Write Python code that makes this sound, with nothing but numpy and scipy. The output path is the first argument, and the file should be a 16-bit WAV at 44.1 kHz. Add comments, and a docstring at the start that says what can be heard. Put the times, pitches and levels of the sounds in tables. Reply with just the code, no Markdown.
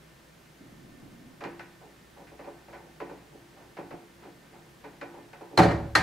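"""Cutting a copper pipe by hand

A tubing cutter is worked round a copper pipe in a basement, a few metres away, over faint hum and hiss.
After a low rustle, the wheel slips in its groove with light, dull clicks: short blows on a gripped pipe.
Then the pipe lets go with a heavy knock, rattles, and metal strikes it once more. Each hard blow rings
fading sine waves for the metal and fading bands of noise for the pipework and the room."""
import sys
import numpy as np
from scipy import signal
from scipy.fft import rfft, irfft, next_fast_len
from scipy.io import wavfile

SR = 44100
rng = np.random.default_rng(int(sys.argv[2]) if len(sys.argv) > 2 else 0)


def dump_mix(stems):
    """Bounce the given channels to the path in sys.argv[1] as a 16-bit WAV at rate SR."""
    frames = np.atleast_2d(stems).T  # one column per channel
    limited = np.clip(frames, -1, 1)  # hard clip at full scale
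    pcm = np.round(limited * 32767).astype(np.int16)
    wavfile.write(sys.argv[1], SR, pcm)


N = 265482
TIME = np.arange(N) / SR   # s

# In all tables t60 is the time to fade by 60 dB. A "blow" is a tuple: t/s, level/dB, bass/dB, treble/dB, contact/s
# the pipe breaks free, then is struck: t/s, level/dB, bass/dB, treble/dB, ring of cutter/dB, ring of cut end/dB
KNOCKS = [(5.5756, -10, -5.5, -2, -21.5, -25), (5.9536, -22, -4, 14, -18, -16)]
# the loose pipe rattles: t/s, level/dB, treble/dB
RATTLES = [(5.622, -24, 1), (5.633, -30.5, 10), (5.685, -27.5, -8.5), (5.709, -27.5, -3)]
# how alike left and right are in the air noise, hum and rustle: f/Hz, likeness (0-1)
AIR_LIKENESS = [(60, 0.95), (130, 0.95), (290, 0.75), (640, 0.15), (1400, 0.32), (3100, 0.59), (15000, 0.6)]


def from_db(db):
    """Turn decibels into a gain."""
    return 10 ** (np.asarray(db) / 20)


def at_hz(points, hz):
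    """Read a table between its points, on a log-frequency axis."""
    known, values = np.transpose(points)
    return np.interp(np.log(np.maximum(hz, 1)), np.log(known), values)


def stereo_noise(gain_at, likeness, size):
    """Random phases on a given spectrum make two partly alike noises, with an rms of 1."""
    padded = next_fast_len(size, True)
    hz = np.arange(padded // 2 + 1) * SR / padded
    alike = np.clip(at_hz(likeness, hz), 0, 1)
    phase = 2 * np.pi * rng.random((2, len(hz)), np.float32)
    # likeness shifts energy from the side (left against right) to the mid (both together)
    gains = (gain_at(hz) * np.sqrt([1 + alike, 1 - alike])).astype(np.float32)
    mid, side = (np.cos(phase) + 1j * np.sin(phase)) * gains
    noise = irfft(np.array([mid + side, mid - side]), padded)[:, :size]
    return noise / noise.std()


def add(out, s, sound):
    """Mix a sound in at a given time in seconds."""
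    start = int(np.clip(round(s * SR), 0, N - 1))
    out[:, start:start + sound.shape[-1]] += sound[..., :N - start]


def swell(start_s, end_s, rise_s, t60):
    """An envelope that rises, holds until its end and dies away."""
    rise = 1 - np.exp(-np.maximum(TIME - start_s, 0) / rise_s)
    fade = np.exp(-np.log(1000) * np.maximum(TIME - end_s, 0) / t60)
    return rise * fade


def tone_db(hz, bass_db, treble_db):
    """A heavy shove mostly moves the bass, a hard contact mostly the treble."""
    bass_share = at_hz([(300, 1), (620, 0.043)], hz)
    treble_share = at_hz([(800, 0.078), (1700, 0.94)], hz)
    return bass_db * bass_share + treble_db * treble_share


def dense_ring(blows, colour, crack_db, early_t60, tail_db, build_cycles, size=24000, hold_size=24):
    """Countless close modes, as noise bands: a crack, a quick first decay, then the tail of the room."""
    # fading time of the room: f/Hz, t60/s
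    room_t60 = [(60, 2.7), (200, 0.48), (600, 0.55), (1800, 0.51), (4500, 0.48), (14000, 0.3)]
    # how alike left and right are in this ring: f/Hz, likeness (0-1)
    ring_likeness = [(60, .99), (150, 0.97), (300, 0.96), (640, 0.81), (1400, 0.74), (4000, 0.71),
                     (15000, 0.82)]
    bands = 33.5 * 2 ** (np.arange(28) / 3)   # band centres in Hz, three to the octave
    crack_t60 = 0.014   # s

    # split one noise into bands of equal loudness
    noise = rfft(stereo_noise(lambda f: from_db(at_hz(colour, f)), ring_likeness, 2 * size))
    edges = np.sqrt(bands[1:] * bands[:-1])
    nearest = np.searchsorted(edges, np.linspace(0, SR / 2, size + 1))
    in_band = nearest == np.arange(len(bands))[:, None, None]
    bank = irfft(noise.astype(np.complex64) * in_band)
    bank /= bank.std(axis=(1, 2), keepdims=True)

    # the energy of each band after a sudden blow, in steps of hold_size samples
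    t, hz = TIME[hold_size // 2:size:hold_size], bands[:, None]
    crack = from_db(crack_db - 60 * t / crack_t60)
    early = from_db(-60 * t / early_t60)
    tail = from_db(tail_db - 60 * t / at_hz(room_t60, hz))
    energy = crack ** 2 + early ** 2 + tail ** 2
    energy *= (1 - np.exp(-t * hz / build_cycles)) ** 2   # low modes take longer to build up

    share = from_db(at_hz(colour, bands)) * np.sqrt(bands)   # wider bands hold more of the sound
    share /= np.linalg.norm(share)
    out = np.zeros((2, N))
    starts = rng.integers(0, size, len(blows))   # each blow uses another stretch of the noise
    for (s, level_db, bass_db, treble_db, contact, *_), start in zip(blows, starts):
        feed = np.exp(-hold_size / (max(contact, 1e-4) * SR))   # a long contact feeds its energy in slowly
        envelope = np.sqrt(signal.lfilter([1 - feed], [1, -feed], energy))
        envelope *= (share * from_db(level_db + tone_db(bands, bass_db, treble_db)))[:, None]
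        envelope = np.repeat(envelope.astype(np.float32), hold_size, axis=1)
        add(out, s, np.einsum("bt,bct->ct", envelope, bank[:, :, start:start + size]))
    return out


def mode_ring(modes, blows, ring_db, rise_s, spread_db=2.5, port_angle=0.44, size=24000):
    """Each blow strikes every mode, a fading sine, anew; left and right are a little out of step."""
    hz, mode_db, t60 = np.transpose(modes)
    t, out = TIME[:size], np.zeros((2, N))
    angle = (2 * np.pi * np.outer(hz, t)).astype(np.float32)
    decay = np.exp(np.outer(-np.log(1000) / t60, t).astype(np.float32))
    waves = np.vstack([decay * np.sin(angle), decay * np.cos(angle)])
    # the phase gap grows up to 700 Hz and changes sign from one mode to the next
    skew = port_angle * np.minimum(hz / 700, 1) * (-1) ** np.arange(len(hz)) * [[1], [-1]]
    for s, level_db, bass_db, treble_db, contact, *_ in blows:
        luck_db = spread_db * rng.standard_normal(len(hz))   # no two blows excite the modes alike
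        height = from_db(ring_db + mode_db + level_db + tone_db(hz, bass_db, treble_db) + luck_db)
        phase = 2 * np.pi * rng.random(len(hz)) + skew
        weights = np.hstack([height * np.cos(phase), height * np.sin(phase)]).astype(np.float32)
        rise = 1 - np.exp(-t / (abs(contact) + rise_s))   # a longer contact starts the ring more softly
        add(out, s, (weights @ waves) * rise)
    return out


def basement():
    """Steady air noise, plus narrow bands of noise that are heard as a few wavering hum lines."""
    # colour of the air noise: f/Hz, relative level per Hz/dB
    air = [(15, -40), (25, -16), (64, -10), (91, -25), (104, -7), (136, -4), (198, -6.5), (246, -6),
           (274, -11), (349, -8), (469, -13), (551, -11.5), (825, -15.5), (1850, -18), (15500, -34.5)]
    # hum of a distant appliance: f/Hz, level/dB, width/Hz
    hum = [(62.4, -69, 0.41), (158, -67, 5.9), (339, -71, 14), (1540, -74.5, 12), (1800, -72, 8.3),
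           (2090, -77.5, 7.4)]
    air_db = -55.7
    hz = np.arange(SR * 2) / 4
    parts = [(air_db, from_db(at_hz(air, hz)) ** 2)]
    for centre, level_db, width in hum:
        parts.append((level_db, 1 / (1 + ((hz - centre) / width) ** 2) ** 2))
    power = sum(from_db(level_db) ** 2 * shape / shape.sum() for level_db, shape in parts)
    noise = stereo_noise(lambda f: np.sqrt(np.interp(f, hz, power)), AIR_LIKENESS, N)
    return np.sqrt(power.sum()) * noise


def rumble():
    """Low noise swells, holds and dies away as a muffled rustle; short swells make soft bumps."""
    # colour of the rustle: f/Hz, relative level per Hz/dB
    rumble_colour = [(40, -12), (90, -11), (130, -3.5), (170, -2.5), (200, -5.5), (260, -0.5), (340, -9.5),
                     (480, -21.5), (800, -20.5), (2000, -68)]
    # soft low bumps: t/s, level/dB
    bumps = [(0.604, -47.5), (1.02, -46.5), (3.92, -44)]
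    level = from_db(-53) * swell(start_s=0.6, end_s=1.27, rise_s=0.043, t60=1.74)
    for s, bump_db in bumps:
        level = level + from_db(bump_db) * swell(s, s, rise_s=0.0058, t60=0.2)
    return level * stereo_noise(lambda f: from_db(at_hz(rumble_colour, f)), AIR_LIKENESS, N)


def creep(count):
    """Between slips the rollers creep round the pipe in faint jerks at uneven intervals."""
    from_s, to_s = 2.5, 5.5
    level_db, spread_db, bass_db, treble_db, contact_s = -62, 1.5, 9.5, 0.5, 0.01
    times = from_s + (to_s - from_s) * (np.arange(count) + rng.random(count)) / count
    return [(s, level_db + spread_db * rng.standard_normal(), bass_db, treble_db, contact_s) for s in times]


def slip_blows():
    """The wheel slips with a bright tick, then catches again with a dull thud; creep is added."""
    # slips of the wheel: t/s, tick level/dB, thud level/dB, brightness/dB, contact/s
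    slip_table = [(1.406, -43, -42.5, 2, 0.0015), (1.438, -36.5, -38.5, 1.5, 0.00051),
                  (1.594, -46.5, -65, 7.5, 0.00034), (1.805, -48, -50.5, -12, 0.015),
                  (2.165, -46, -47.5, -11, 0.013), (2.268, -62.5, -66, 12.5, .005),
                  (2.315, -47, -59, -19, 0.0028), (2.391, -43, -46.5, -6.5, 0.0031),
                  (2.44, -44.5, -54, -5, .01), (2.473, -38, -56, -19, 0.00042),
                  (2.682, -50, -56, -3, 0.0044), (2.728, -41.5, -50.5, -2.5, .012),
                  (2.834, -51, -53, -21, 0.0088), (3.002, -38, -39, -3.5, 0.00062),
                  (3.094, -42, -44, -8, .003), (3.322, -53, -52, -18, 0.0053),
                  (3.56, -48.5, -51.5, -9, .02), (3.767, -42.5, -37.5, -0.5, 0.0046),
                  (3.906, -40.5, -41, -6.5, 0.0041), (4.222, -50.5, -46, -1.5, .011),
                  (4.53, -48, -57, -8, 0.018), (4.84, -43.5, -46.5, -2, 0.0017),
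                  (5.0125, -38.5, -43, 0, 0.0012), (5.137, -42, -45.5, -16, .014),
                  (5.331, -48.5, -66, 3, 0.00063), (5.409, -40.5, -47.5, -12.5, 0.0032),
                  (5.506, -45, -41, -28, 0.0072)]
    tick_bass_db, tick_treble_db = -5, 3
    thud_bass_db, thud_treble_db = 6, -9
    bass_loss = 0.19   # dB per dB of brightness: the harder the slip, the thinner its tick
    blows = creep(count=26)
    for s, tick_db, thud_db, bright_db, contact in slip_table:
        caught_s = s + 0.012 + 1.2 * contact   # a slower slip takes longer to catch
        thin_bass_db = tick_bass_db - bass_loss * bright_db
        blows += [(s, tick_db, thin_bass_db, tick_treble_db + bright_db, contact),
                  (caught_s, thud_db, thud_bass_db, thud_treble_db + bright_db, contact)]
    return blows


def slips():
    """The wheel jerks forward in its groove and rings the pipe, muffled by the hands."""
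    # colour of the dense ring of light slips: f/Hz, relative level per Hz/dB
    slip_colour = [(60, -29), (150, -6.5), (230, -8.5), (330, -0.5), (470, 0.5), (620, -4), (820, 1),
                   (1200, -8), (2000, -9.5), (2700, -16.5), (3400, -25), (4400, -26), (7000, -38),
                   (15000, -68)]
    # modes of the pipe while both hands grip it: f/Hz, level/dB, t60/s
    gripped = [(182.6, -26.5, 0.97), (286, -12.5, 0.39), (343, -15, 0.86), (430.2, -8, 0.21),
               (472.8, -11.5, 0.23), (565.3, -2.5, 0.12), (721, -12, 0.34), (772, -17, 0.25),
               (790, -46, 0.091), (918, -13.5, 0.22), (995, -14.5, 0.33), (1190, -25, 0.42),
               (1500, -17, 0.28), (1556, -26, 0.16), (1885, -21.5, .3), (2060, -24.5, .3),
               (2410, -17, 0.21), (2590, -23.5, 0.18), (2680, -50, 0.11), (2850, -45, 0.12),
               (4340, -45, 0.11)]
    blows = slip_blows()
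    return (dense_ring(blows, slip_colour, crack_db=8, early_t60=0.15, tail_db=-6.5, build_cycles=1.54)
            + mode_ring(gripped, blows, ring_db=3.5, rise_s=0.0036))


REBOUND_LAG_S = 0.0105   # the pipe swings back this long after a knock


def knock_blows():
    """Every knock is a graze of metal, the hit and a slower rebound; rattles are single soft blows."""
    rattle_bass_db, rattle_contact_s = 3.5, 0.0042
    graze_lead_s, graze_db, graze_contact_s = 0.0025, -24.5, 0.0004
    knock_contact_s = 0.0003
    rebound_bass_db, rebound_treble_db, rebound_contact_s = -0.5, -2.5, 0.003
    blows = [(s, level_db, rattle_bass_db, treble_db, rattle_contact_s) for s, level_db, treble_db in RATTLES]
    for s, level_db, bass_db, treble_db, *_ in KNOCKS:
        blows += [(s - graze_lead_s, graze_db, bass_db, treble_db, graze_contact_s),
                  (s, level_db, bass_db, treble_db, knock_contact_s),
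                  (s + REBOUND_LAG_S, level_db, rebound_bass_db, rebound_treble_db, rebound_contact_s)]
    return blows


def knocks():
    """Hard metal contacts shake the whole pipe run and set the cutter and the cut end ringing."""
    # colour of the dense ring of hard knocks: f/Hz, relative level per Hz/dB
    knock_colour = [(35, -14), (52, -25), (67, -14), (90, -10), (170, 0.5), (340, 2), (450, -3.5),
                    (750, -1), (1100, -8.5), (1800, -10.5), (3100, -24.5), (4300, -23), (5500, -28.5),
                    (9500, -36.5), (15000, -50.5)]
    # modes of the free pipe run and the room round it: f/Hz, level/dB, t60/s
    pipe = [(63.6, -18, 0.83), (75.1, -16, 1.53), (112.7, -8.5, 0.78), (163.5, -9.5, 0.72),
            (176.5, -8, 0.62), (237.7, -14, 0.58), (286.5, -24, 0.52), (328.7, -12.5, 0.6),
            (431, -14, 0.57), (445, -20, 0.64), (557.6, -24, 1), (567, -10.5, 0.54), (693, -17.5, 0.52),
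            (761, -8, 0.43), (792, -10, 0.21), (880, -27, 0.37), (882, -0.5, 0.14), (989, -17.5, 0.47),
            (1090, -28, 0.21), (1227, -26, 0.098), (1360, -21.5, 0.37), (1560, -24, 0.43), (1606, -30, .35),
            (1850, -26, 0.15), (1880, -20, 0.36), (2030, -34, 0.19), (2335, -24, 0.42), (2920, -35, 0.32),
            (3020, -30.5, 0.41)]
    # modes of the steel cutter: f/Hz, level/dB, t60/s
    cutter = [(4160, -2, 0.039), (3900, -2, 0.03), (4180, -11, 0.11), (3930, -25, 0.092),
              (4200, 5.5, 0.047), (4270, -5, 0.078), (4600, -20, 0.22), (4550, -12, 0.13),
              (4590, -17, 0.16), (5180, -22, 0.086), (6620, -34, .1), (8600, -29, 0.081)]
    # modes of the short, freshly cut end of the tube: f/Hz, level/dB, t60/s
    cut_end = [(964, -14, 0.22), (1130, -14, 0.18), (1234, -2.5, 0.17), (1373, 6, 0.032), (1575, -11, 0.27),
               (1710, -11, 0.073), (1844, -8, 0.24), (1954, -19, 0.31), (2090, -12.5, 0.18),
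               (2900, -9.5, 0.07), (3400, -23, .1)]
    rebound_cutter_db = -13.5   # the rebound rings the cutter again, more softly
    rattle_cutter_db, rattle_end_db = -9, -1   # rings relative to the rattle
    blows = knock_blows()
    on_cutter, on_end = [], []
    for s, *_, cutter_db, end_db in KNOCKS:
        on_cutter += [(s, cutter_db, 0, 0, 0),
                      (s + REBOUND_LAG_S, cutter_db + rebound_cutter_db, 0, 0, 0)]
        on_end.append((s, end_db, 0, 0, 0))
    for s, level_db, treble_db in RATTLES:
        on_cutter.append((s, level_db + rattle_cutter_db, 0, treble_db, 0))
        on_end.append((s, level_db + rattle_end_db, 0, 0, 0))
    return (dense_ring(blows, knock_colour, crack_db=2.5, early_t60=0.1, tail_db=-8.0, build_cycles=1.35)
            + mode_ring(pipe, blows, ring_db=-4.0, rise_s=0.0047, spread_db=1.5)
            + mode_ring(cutter, on_cutter, ring_db=-6.0, rise_s=0.00016, spread_db=2.0)
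            + mode_ring(cut_end, on_end, ring_db=-3.0, rise_s=0.00064, spread_db=3.0))


def scene():
    """All sounds together, slightly louder on the right than on the left."""
    right_db = 0.3
    return (basement() + rumble() + slips() + knocks()) * from_db([[-right_db], [right_db]])


def record(dry):
    """A steep low-pass filter cuts the highest treble."""
    cutoff_hz = 15600
    return signal.sosfilt(signal.ellip(10, .1, 80, cutoff_hz, fs=SR, output="sos"), dry)


dry = scene()
out = record(dry)
dump_mix(out)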